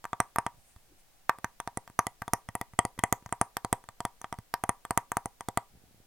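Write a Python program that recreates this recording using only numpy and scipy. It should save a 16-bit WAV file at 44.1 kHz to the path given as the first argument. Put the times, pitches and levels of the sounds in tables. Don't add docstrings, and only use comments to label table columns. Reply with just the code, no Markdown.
import sys
import numpy as np
from scipy import signal
from scipy.fft import rfft, irfft
from scipy.io import wavfile

SR = 44100
rng = np.random.default_rng(int(sys.argv[2]) if len(sys.argv) > 2 else 0)


def dump_mix(stems):
    frames = np.atleast_2d(stems).T
    limited = np.clip(frames, -1, 1)
    pcm = np.round(limited * 32767).astype(np.int16)
    wavfile.write(sys.argv[1], SR, pcm)


N = 267550
TAP_SIZE = 4096
TAP_HZ = np.arange(TAP_SIZE // 2 + 1) * SR / TAP_SIZE
SCENE_HZ = np.arange(N // 2 + 1) * SR / N
TIME = np.arange(N) / SR
SIDES = np.array([[1], [-1]])


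def from_db(db):
    return 10 ** (np.asarray(db) / 20)


def rms_one(x):
    return x / np.sqrt(np.mean(x ** 2) + 1e-20)


def at_hz(points, hz, column=1):
    table = np.array(points)
    return np.interp(np.log(hz + 1e-9), np.log(table[:, 0]), table[:, column])


def coloured(x, spectrum):
    return rms_one(irfft(rfft(x) * from_db(at_hz(spectrum, SCENE_HZ)), N))


def stereo_noise(coherence):
    mid, side = rfft(rng.standard_normal((2, N)))
    return irfft(np.sqrt(1 + coherence) * mid + np.sqrt(1 - coherence) * side * SIDES, N)


def swells(rows):
    return sum(from_db(db) * np.exp(-((TIME - s) / half_s) ** 2) for s, half_s, db in rows)


def panned(db, pan_db):
    return from_db(db + SIDES * pan_db / 2)


def noise_floor(level_db=-62.5):
    # f/Hz, relative level/dB
    spectrum = [(20, 5.5), (58, -10), (150, -12.5), (390, -18), (480, -15.5), (600, -16.5), (760, -12.5),
                (1000, -20), (1600, -20), (2400, -21.5), (8000, -23), (16000, -25)]
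    # f/Hz, coherence
    coherence = [(60, 0.69), (180, 0.28), (550, 0.27), (1650, 0.23), (4970, 0.00725), (15000, 0.01)]
    return from_db(level_db) * coloured(stereo_noise(at_hz(coherence, SCENE_HZ)), spectrum)


def bedroom(x, first_s=.004, early_t60=0.037, build_s=0.0076):
    # f/Hz, early level/dB, tail level/dB, tail T60/s
    room = [(100, -29.5, -35, .3), (300, -31, -35, .3), (500, -18, -22.5, 0.41), (740, -12.5, -27, 0.24),
            (880, -24.5, -16, 0.17), (1010, -17, -16.5, 0.24), (1360, -18, -21, 0.12),
            (2330, -12, -22, 0.2), (4000, -23.5, -21, 0.08), (9000, -23.5, -26.5, 0.22),
            (16000, -25, -23, 0.11)]
    t = np.arange(SR // 2) / SR
    age = np.maximum(t - first_s, 0)
    edges_hz = np.geomspace(60, 17000, 25)
    white, echo = rng.standard_normal((2, 2, len(t))), 0
    for k, (low, high) in enumerate(zip(edges_hz, edges_hz[1:])):
        hz = np.sqrt(low * high)
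        early_db, tail_db, tail_t60 = (at_hz(room, hz, column) for column in (1, 2, 3))
        band = signal.butter(2, [low, high], "band", fs=SR, output="sos")
        mid, side = signal.sosfilt(band, white[k % 2])
        coherence = 1 / (1 + (hz / 2500) ** 2)
        diffuse = np.sqrt(1 + coherence) * mid + np.sqrt(1 - coherence) * side * SIDES
        early = rms_one((age > 0) * from_db(-60 * age / early_t60)) * from_db(early_db)
        tail = rms_one((1 - np.exp(-age / build_s)) * from_db(-60 * age / tail_t60)) * from_db(tail_db)
        echo = echo + np.hypot(early, tail) * diffuse
    return signal.fftconvolve(x.mean(0)[None], echo / np.sqrt(2 * len(t)), axes=1)[:, :N]


def standing_wave(x):
    # f/Hz, level/dB, T60/s
    mode = (540, -77, .7)
    hz, db, t60 = mode
    t = TIME[:SR]
    return signal.fftconvolve(x.mean(0), from_db(db - 60 * t / t60) * np.sin(2 * np.pi * hz * t))[:N]


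def sleeve(folds_per_s=55, rub=0.03):
    # centre t/s, half width/s, level/dB
    rustles = [(.57, 0.042, -64), (.93, .1, -72), (5.75, .035, -60), (5.86, 0.037, -64), (5.96, .05, -67.5)]
    # f/Hz, relative level/dB
    spectrum = [(25, -18.5), (60, 11), (150, 2.5), (330, -9.5), (470, -17), (720, -5), (980, -43),
                (2000, -38)]
    flicks = (rng.random(N) < folds_per_s / SR) * rng.uniform(.5, 1, N)
    return swells(rustles) * coloured(flicks + rub * stereo_noise(0.46), spectrum)


def finger_slide():
    # centre t/s, half width/s, level/dB
    strokes = [(.6, .05, -74), (.69, 0.045, -67.5), (.82, 0.12, -77), (1.0, .02, -69.5)]
    # f/Hz, relative level/dB
    spectrum = [(1500, -29), (2200, -3.5), (4000, -26), (7000, -7.5), (9200, -1), (12000, -12.5),
                (16000, -26.5)]
    return swells(strokes) * coloured(stereo_noise(0.5), spectrum)


def squeak(pitch_hz=320, width_hz=25):
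    # centre t/s, half width/s, level/dB
    rubs = [(.925, 0.031, -64)]
    resonance = signal.iirpeak(pitch_hz, pitch_hz / width_hz, fs=SR)
    return swells(rubs) * rms_one(signal.lfilter(*resonance, rng.standard_normal(N)))


def mode_spectra(hz, db, t60):
    s = 2j * np.pi * TAP_HZ + np.log(1000) / t60[:, None]
    return SR * from_db(db[:, None]) * s / (s ** 2 + (2 * np.pi * hz[:, None]) ** 2)


def finger_push(contact_ms, lead_s=0.000076, skew=0.68):
    # f/Hz, level/dB, T60/s
    grip_modes = [(114.3, -31, 0.051), (204, -20.5, 0.015), (340, -19.5, 0.012), (440.7, -30, 0.037),
                  (503, -25.5, 0.031)]
    progress = np.minimum(np.arange(TAP_SIZE) / (contact_ms / 1000 * SR), 1)
    force = np.sin(np.pi * progress ** skew)
    rocking = mode_spectra(*np.transpose(grip_modes)).sum(0)
    return rocking * rfft(force / force.sum()) * np.exp(2j * np.pi * TAP_HZ * lead_s)


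def grip_creak(gap_s=.024, jitter=.3, contact_ms=2.3, spread_db=5.0, count=300):
    # centre t/s, half width/s, slip level/dB
    turn = [(5.87, 0.14, -32.5)]
    timing, strength = rng.standard_normal((count, 2)).T
    from_end = (np.cumsum(gap_s * np.exp(jitter * timing)) * SR).astype(int)
    inside = from_end < N
    slips = np.zeros(N)
    slips[N - 1 - from_end[inside]] = from_db(spread_db * strength[inside])
    return signal.fftconvolve(slips * swells(turn), irfft(finger_push(contact_ms, lead_s=0)))[:N]


def plate_ring(tilt_db, rim_db, scatter_db=2.25, detune=.008, damping_spread=0.04, cutoff_hz=1131):
    # f/Hz, level/dB, T60/s
    plate_modes = [(734.4, -18.5, 0.031), (799, -12, 0.02), (953.5, -12, 0.038), (1068, -19, 0.025),
                   (1184, -9, 0.019), (1300, -20.5, .014), (1553, -12, .009), (1805, -24, 0.037),
                   (1949.5, -17.5, 0.028), (2070, -29.5, 0.0078), (2420, -33.5, 0.01)]
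    hz, db, t60 = np.transpose(plate_modes)
    shift, damping, common, left, right = rng.standard_normal((5, len(hz)))
    modes = mode_spectra(hz * (1 + detune * shift), db, t60 * np.exp(damping_spread * damping))
    slope_db = tilt_db * np.log2(np.minimum(hz, 1900) / 1000)
    rim_band = np.exp(-((hz - 1921) / 100) ** 2)
    spot_db = slope_db + (rim_db - tilt_db) * rim_band
    weights = from_db(spot_db + scatter_db * (common + .5 * np.array([left, right])))
    s = 1j * TAP_HZ / cutoff_hz
    return weights @ modes / (1 + np.sqrt(2) * s + s * s)


def nail_chatter(longest_s=0.0004, share=0.65, count=2):
    lags = rng.uniform(.2, 1, count) * longest_s
    return 1 + share * np.exp(-2j * np.pi * np.outer(lags, TAP_HZ)).sum(0)


def nail_click(tilt_db, nail_hz, lift_db=6, width_octaves=0.26, detune=.022, spread=0.96, late_s=.00025):
    # f/Hz, level/dB, T60/s
    click_modes = [(2680, -36, 0.0058), (3342, -25.5, 0.01), (4470, -28, 0.0045), (5110, -26, 0.0035),
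                   (5840, -23.5, 0.0083), (6413, -21, 0.01), (6960, -22, 0.0073), (7600, -21.5, 0.0085),
                   (7946, -19, .005), (8600, -17, 0.009), (9150, -14.5, 0.0084), (9460, -15.5, 0.0071),
                   (10550, -17.5, 0.0049), (12130, -14, 0.0064), (12860, -19, 0.0045), (13700, -28, 0.0045),
                   (15000, -36, .004)]
    hz, db, t60 = np.transpose(click_modes)
    hz = hz * (1 + detune * rng.standard_normal(len(hz)))
    modes = mode_spectra(hz, db, t60)
    slope_db = tilt_db * np.log2(np.maximum(hz, 4800) / 8000)
    weights = from_db(slope_db + lift_db * np.exp(-(np.log2(hz / nail_hz) / width_octaves) ** 2))
    signs = rng.choice([-1, 1], len(hz)) + spread * rng.standard_normal((2, len(hz)))
    burst = (weights * signs) @ modes * nail_chatter() * np.exp(-2j * np.pi * TAP_HZ * late_s)
    energy = weights ** 2 @ np.sum(abs(modes) ** 2, axis=1)
    burst *= np.sqrt(energy / np.sum(abs(burst) ** 2, axis=1, keepdims=True))
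    s = 1j * TAP_HZ / 2400
    return burst * s * s / (1 + np.sqrt(2) * s + s * s)


def plate_beam():
    # f/Hz, left-right level/dB, left lag/ms
    pattern = [(723, -1.6, -0.0078), (960, 1.5, -0.024), (1200, 1.4, -0.0051), (1550, -2.5, 0.036),
               (1940, -2.7, -.015)]
    lag_s = at_hz(pattern, TAP_HZ, column=2) / 1000
    return panned(0, at_hz(pattern, TAP_HZ)) * np.exp(-1j * np.pi * TAP_HZ * lag_s * SIDES)


def dispersion(turn_hz=1900):
    s = 1j * TAP_HZ / turn_hz
    return (1 - s) / (1 + s)


def hand_at(s):
    # t/s, left-right level/dB, rim level/dB
    path = [(.1, .2, 4.5), (1.65, 0, -1), (2.1, .8, 8.5), (2.35, 2.5, 9), (2.8, 2.5, 18), (3.1, 2.5, 14.5),
            (3.35, 1.5, -3.5), (3.8, 0, 2), (5.15, 1.4, -0.5), (5.5, 0.6, 8)]
    times, pan_db, rim_db = np.transpose(path)
    return np.interp(s, times, pan_db), np.interp(s, times, rim_db)


def add_tap(out, s, push, ring, click, push_pan_db=-1.53, margin_s=.004):
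    tap = (panned(0, push_pan_db) * push + ring * plate_beam()) * dispersion() + click
    left_lag_s = rng.normal(0.0037, 0.021) / 1000
    delay_s = margin_s + SIDES * left_lag_s / 2
    start = round((s - margin_s) * SR)
    out[:, start:start + TAP_SIZE] += irfft(tap * np.exp(-2j * np.pi * TAP_HZ * delay_s))


def pad_taps():
    # t/s, push level/dB, contact time/ms, graze level/dB
    landings = [(.7624, -6, 10.2, -44.5), (1.386, -23, 1.6, -32.5), (1.444, -9.5, 2.4, -31),
                (1.8766, -26.5, 2.6, -33), (1.8994, -19, 2.6, -39), (2.2187, -8, 2.8, -28.5),
                (2.4881, -4, 3.9, -26), (2.7354, -12, 4.8, -40.5), (2.978, -24.5, 1.2, -47),
                (2.9894, -5.5, 2.3, -27.5), (3.225, -24.5, 2.3, -48), (3.261, -6.5, 4.9, -29),
                (3.2918, -36, .74, -39), (3.8399, -31, 1.3, -37.5), (3.8882, -15.2, 4.7, -28),
                (4.387, -2.5, 4.6, -32)]
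    out = np.zeros((2, N + TAP_SIZE))
    for s, push_db, contact_ms, graze_db in landings:
        hand_pan, hand_rim = hand_at(s)
        push = from_db(push_db) * finger_push(contact_ms)
        ring = panned(graze_db - 0.5, hand_pan) * plate_ring(tilt_db=12.5, rim_db=hand_rim + 1.5)
        click = from_db(graze_db) * nail_click(tilt_db=-13, nail_hz=13800)
        add_tap(out, s, push, ring, click)
    return out[:, :N]


def nail_taps(flesh_lead_s=.00095, push_loss_per_tilt=.43):
    fingers = {"ring": (12600.5, 0.8, 4.5, -19, 7.5, -2.5, -0.2, -1),
               "middle": (8997, 1.12, 5, -16, 1.1, -2, 0, -2),
               "index": (9104.5, 1.27, 7, -16, 1.3, 4.5, 0.36, -3)}
    # t/s, plate level/dB, plate tilt/(dB/octave), click level/dB, click tilt/(dB/octave), finger
    blows = [ (.0421, -25.5, 12.5, -26.5, -11, "ring"), (0.0528, -21.5, 17.5, -27, -5.5, "ring"),
             (0.1313, -15, 1, -27, -19.5, "middle"), (0.2022, -5.5, 5.5, -7.5, -6, "index"),
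             (.3601, -15, 12.5, -16, -8, "ring"), (0.3849, -6, 7, -13, -13.5, "middle"),
             (.4649, -13, 4.5, -23, -23.5, "index"), (1.2947, -7.5, 22, -11.5, -10.5, "ring"),
             (1.4446, -14, 18, -19.5, -6, "index"), (1.6012, -19.5, 12.5, -17.5, -6, "ring"),
             (1.6753, -16, 3, -25.5, -16, "middle"), (1.7729, -18, -13, -15.5, -10, "index"),
             (1.9911, -5, 5, -9.5, -5.5, "middle"), (2.068, -17.5, -8, -15, -2, "index"),
             (2.2212, -21, 13, -29.5, -1, "ring"), (2.2796, -20.5, -4, -26, -17, "middle"),
             (2.3346, -6.5, 0, -6.5, -0.5, "index"), (2.5525, -16, -6.5, -15, -11.5, "middle"),
             (2.6131, -18, -6, -19.5, -9, "index"), (2.79, -4, -4.5, -2.5, -10, "middle"),
             (2.851, -17, -16, -15, -13, "index"), (2.9914, -21, 12.5, -16.5, -11, "ring"),
             (3.0374, -4.5, 0, -7.5, -6, "middle"), (3.1256, -7, -4.5, -5.5, -1, "index"),
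             (3.3255, -10.5, 3, -15, -10, "middle"), (3.4135, -7, -2, -6.5, -2.5, "index"),
             (3.5686, -13.5, 10, -13, -2, "ring"), (3.6476, -16, -11, -17, -13.5, "middle"),
             (3.728, -7, -5.5, -6.5, -4.5, "index"), (4.0045, -18.5, -3, -22, -11, "middle"),
             (4.0516, -12, 2, -16, -11.5, "index"), (4.2152, -29.5, 8, -24, -11, "ring"),
             (4.2435, -21, 7, -34.5, -28.5, "middle"), (4.3263, -19, -1.5, -25, -13, "index"),
             (4.3413, -33, 3, -41.5, -15, "index"), (4.5397, -11.5, 12, -12, -8.5, "ring"),
             (4.6381, -12.5, -2, -15.5, -11, "middle"), (4.6927, -6, 4, -10, 3, "index"),
             (4.8511, -23.5, 9, -23, -7.5, "ring"), (4.908, -9.5, 0, -14, -8, "middle"),
             (4.9754, -6.5, 2.5, -5.5, 2.5, "index"), (5.1183, -13.5, 10, -17, 1.5, "ring"),
             (5.1695, -9.5, 0.5, -14, -0.5, "middle"), (5.2576, -22, -16, -17.5, -4.5, "index"),
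             (5.408, -23, 7, -22.5, -7, "ring"), (5.486, -16.5, -14.5, -18, -15, "middle"),
             (5.5739, -10.5, -5, -10.5, -7.5, "index")]
    out = np.zeros((2, N + TAP_SIZE))
    for s, plate_db, plate_tilt, click_db, click_tilt, finger in blows:
        nail_hz, contact_ms, push_db, flesh_db, flesh_ms, rim_db, plate_pan, click_pan = fingers[finger]
        hand_pan, hand_rim = hand_at(s)
        shove = finger_push(contact_ms) + from_db(flesh_db) * finger_push(flesh_ms, flesh_lead_s)
        loss_db = push_loss_per_tilt * plate_tilt
        push = from_db(plate_db + push_db - loss_db) * shove
        ring = panned(plate_db, hand_pan + plate_pan) * plate_ring(plate_tilt, hand_rim + rim_db)
        click = panned(click_db, hand_pan + click_pan) * nail_click(click_tilt, nail_hz)
        add_tap(out, s, push, ring, click)
    return out[:, :N]


def scene():
    mirror = nail_taps() + pad_taps() + grip_creak()
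    slide, floor = finger_slide(), noise_floor()
    return mirror + bedroom(mirror) + standing_wave(mirror) + slide + squeak() + sleeve() + floor


def record(dry, ceiling=.75, cutoff_hz=16500):
    rounded = dry / (1 + (dry / ceiling) ** 6) ** (1 / 6)
    return signal.sosfilt(signal.ellip(10, .1, 80, cutoff_hz, fs=SR, output="sos"), rounded)


dry = scene()
out = record(dry)
dump_mix(out)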